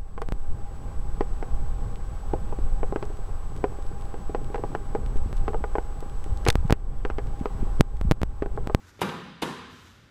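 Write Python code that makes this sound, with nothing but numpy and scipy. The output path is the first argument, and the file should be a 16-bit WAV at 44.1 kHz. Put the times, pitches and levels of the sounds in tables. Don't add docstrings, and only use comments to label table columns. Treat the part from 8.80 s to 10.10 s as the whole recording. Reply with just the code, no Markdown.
import sys
import numpy as np
from scipy import signal
from scipy.fft import rfft, irfft
from scipy.io import wavfile
from scipy.ndimage import uniform_filter1d

SR = 44100
rng = np.random.default_rng(int(sys.argv[2]) if len(sys.argv) > 2 else 0)


def pcm_store(signal):
    levels = np.round(np.clip(np.atleast_2d(signal), -1, 1) * 32767)
    wavfile.write(sys.argv[1], SR, levels.astype(np.int16).T)


N = 57330
TIME_S = np.arange(N) / SR
BINS_HZ = np.arange(N // 2 + 1) * SR / N
EDGES_HZ = 25 * 2 ** (np.arange(29) / 3)
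CENTRES_HZ = np.sqrt(EDGES_HZ[1:] * EDGES_HZ[:-1])


# t/s, clack level/dB, clack tilt/(dB/oct), knock level/dB
CONTACTS = [(0.2101, -17, 4.7, -50), (0.2149, -11, 4.5, -31), (0.2165, -3.5, -0.5, -11.5),
            (.2174, 0.5, -0.5, 0), (.2200, -3, 0, -9.5), (0.2274, -9.5, 1, -11), (.2300, -2, -3, -19),
            (0.6192, -17.5, 5, -45), (0.6218, -6, 2.6, -14.5), (0.6245, -1.5, -1, -5.5),
            (.6275, -3.5, 1.8, -26), (0.6316, -6, -1.2, -16), (0.6343, -7, -2.5, -11)]
# f/Hz, level/dB, t60/s
KNOCK_MODES = [(451, -24.5, 0.033), (546, -18.5, .014), (733, -17.5, .012), (939, -21.5, 0.041),
               (1530, -29, 0.023), (4760, -37, 0.063), (9400, -38, 0.042), (11600, -35.5, 0.031)]

def plates(steel, clack_t60_s=0.05, low_hz=254):
    knock = butterworth(sum(ring(*mode) for mode in KNOCK_MODES), 2, low_hz, "high")
    out = 0
    for t_s, clack_db, tilt_db_oct, knock_db in CONTACTS:
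        contact = clack(clack_db, tilt_db_oct, clack_t60_s, steel) + from_db(knock_db) * knock
        out += delayed(contact, t_s)
    return out


# f/Hz, density level/dB
CLACK_SPECTRUM = [(30, -50), (60, -34), (110, -23.5), (180, -16), (380, -11), (650, -17.5), (950, -11),
                  (1700, -22.5), (3100, -16.5), (5500, -33.5), (8200, -35), (11500, -39.5), (13500, -39),
                  (15000, -48)]

def clack(level_db, tilt_db_oct, t60_s, steel):
    band_db = per_band(CLACK_SPECTRUM) + level_db + tilt_db_oct * np.log2(CENTRES_HZ / 1000)
    return noise(band_db, steel) * decay(t60_s)


def steel_resonances(depth_db=4, spacing_hz=75.2):
    heights = rng.standard_normal(4000)
    gain = from_db(depth_db * np.interp(BINS_HZ / spacing_hz, np.arange(len(heights)), heights))
    return gain / np.sqrt(uniform_filter1d(gain ** 2, size=300))


# f/Hz, level/dB, t60/s
TAP_MODES = [(188, -49, 0.13), (422, -40.5, 0.036), (562, -52, 0.06)]

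def slack_tap(steel, t_s=0.1925):
    burst = clack(level_db=-22.5, tilt_db_oct=-1.5, t60_s=0.24, steel=steel)
    return delayed(burst + sum(ring(*mode) for mode in TAP_MODES), t_s)


# t/s, f/Hz, level/dB, lag/s, t60/s
CLASHES = [(.2160, 171, -17.5, 0.00071, 0.037), (0.6229, 289, -17.5, 0.0068, 0.025)]
# f/Hz, clash 1 level/dB, clash 2 level/dB, t60/s
FRAME_MODES = [(160, -41, -49.5, 1.68), (200.5, -35, -40, 0.62), (251.6, -47.5, -40.5, 0.95),
               (330.6, -51, -49, .85), (361.2, -35, -48, 0.58), (504, -38.5, -44, 0.6),
               (540, -39.5, -47, 0.59), (770, -44.5, -47, .5), (937, -39.5, -52, 0.47),
               (931, -36, -39, 0.49), (1029, -47.5, -41.5, 1.01), (1077, -45.5, -42.5, 0.85),
               (1142, -38, -63, 0.24), (1233, -40, -59, 0.58), (1397, -39, -48, 0.29),
               (1557, -51, -63, 0.41), (1691, -53, -51, 1.26), (1782, -45, -47.5, 0.65),
               (2356, -48.5, -66, 0.54), (2783, -47.5, -52, 0.6), (3217, -57, -50.5, .7),
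               (3805, -47, -50.5, 0.55)]

def frame(low_hz=80, scatter_s=0.012):
    out = 0
    for clash, (t_s, thud_hz, thud_db, lag_s, thud_t60_s) in enumerate(CLASHES):
        modes = 0
        for f_hz, *levels_db, t60_s in FRAME_MODES:
            polarity = rng.choice([-1, 1])
            modes += polarity * delayed(ring(f_hz, levels_db[clash], t60_s), rng.uniform(0, scatter_s))
        thud = ring(thud_hz, thud_db, thud_t60_s)
        out += delayed(modes, t_s) + delayed(thud, t_s + lag_s)
    return butterworth(out, 3, low_hz, "high")


# t/s, level/dB, tilt/(dB/oct)
SLAPS = [(0.252, -14, 0.5), (.290, -14, 5), (.658, -18, -.3), (.678, -15, -5.5), (0.696, -16, -1),
         (0.708, -17, -3.5)]

def wall_slaps(steel, t60_s=0.064, band_hz=(222, 4300)):
    slaps = sum(delayed(clack(level_db, tilt_db_oct, t60_s, steel), t_s)
                for t_s, level_db, tilt_db_oct in SLAPS)
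    return butterworth(slaps, 2, band_hz, "band")


# f/Hz, clash 1 density level/dB, clash 2 density level/dB
TAIL_SPECTRUM = [(30, -57, -60), (60, -25, -42), (101, -24.5, -27), (171, -11, -18.5), (277, -15, -16),
                 (420, -17, -17.5), (605, -23, -30.5), (933, -17, -20), (1570, -24, -26), (2240, -32, -33),
                 (3330, -33, -33.5), (5140, -41, -40), (7900, -46, -41.5), (12000, -45.5, -44.5),
                 (15200, -64, -62)]
# f/Hz, t60/s
TAIL_T60 = [(150, 1.21), (350, 0.94), (700, 0.76), (1500, 1.06), (3500, 1.66), (6000, 0.89), (12000, 0.52)]

def hall_tail(steel, delay_s=0.005, build_s=0.0088):
    envelopes = decay(per_band(TAIL_T60)[:, None]) * (1 - np.exp(-TIME_S / build_s))
    out = 0
    for clash, (t_s, *_) in enumerate(CLASHES):
        band_db = per_band([(f_hz, levels_db[clash]) for f_hz, *levels_db in TAIL_SPECTRUM])
        tail = from_db(band_db) @ (noise_bands(steel) * envelopes)
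        out += delayed(tail, t_s + delay_s)
    return out


# t/s, level/dB
HISS_ENVELOPE = [(0, -4.5), (.06, -1.5), (.095, 4.5), (.115, -4.5), (.19, -4), (.3, 2), (.58, -22),
                 (.82, -24), (.92, 1), (1.08, 1.5), (1.17, -4.5), (1.23, -8), (1.3, -12)]
# f/Hz, density level/dB
HISS_SPECTRUM = [(300, -67), (900, -51.5), (1500, -45), (2300, -61), (4000, -60.5), (6500, -55),
                 (9500, -70.5), (13000, -64), (15000, -73.5)]

def cable_hiss():
    level_db = np.interp(TIME_S, *np.transpose(HISS_ENVELOPE))
    return from_db(level_db) * noise(per_band(HISS_SPECTRUM))


# f/Hz, density level/dB
RUMBLE_SPECTRUM = [(25, -51), (55, -38), (90, -30), (140, -40.5), (240, -43), (500, -50), (1000, -58.5),
                   (1500, -50), (2500, -57.5), (5000, -62.5), (9000, -75), (15000, -95)]

def room_rumble():
    return noise(per_band(RUMBLE_SPECTRUM))


def ring(f_hz, level_db, t60_s):
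    return from_db(level_db) * np.sin(2 * np.pi * f_hz * TIME_S) * decay(t60_s)


def noise(band_db, colour=1):
    gain = from_db(np.interp(BINS_HZ, CENTRES_HZ, band_db))
    return irfft(rfft(rng.standard_normal(N)) * gain * colour, N)


def noise_bands(colour):
    spectrum = colour * rfft(rng.standard_normal(N))
    return np.array([irfft(spectrum * (BINS_HZ >= low_hz) * (BINS_HZ < high_hz), N)
                     for low_hz, high_hz in zip(EDGES_HZ, EDGES_HZ[1:])])


def per_band(points):
    f_hz, value = np.transpose(points)
    return np.interp(np.log(CENTRES_HZ), np.log(f_hz), value)


def butterworth(x, order, corner_hz, kind):
    return signal.sosfilt(signal.butter(order, corner_hz, kind, fs=SR, output="sos"), x + 1e-18)


def decay(t60_s):
    return np.exp(-np.log(1000) * TIME_S / t60_s)


def delayed(x, t_s):
    return np.interp(TIME_S - t_s, TIME_S, x, left=0)


def from_db(level_db):
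    return 10 ** (np.asarray(level_db) / 20)


def scene():
    steel = steel_resonances()
    machine = slack_tap(steel) + plates(steel) + frame()
    hall = wall_slaps(steel) + hall_tail(steel)
    return (machine + hall + cable_hiss() + room_rumble())[None]


def record(dry):
    return signal.sosfilt(signal.cheby2(16, 70, 15500, fs=SR, output="sos"), dry)


dry = scene()
out = record(dry)
pcm_store(out)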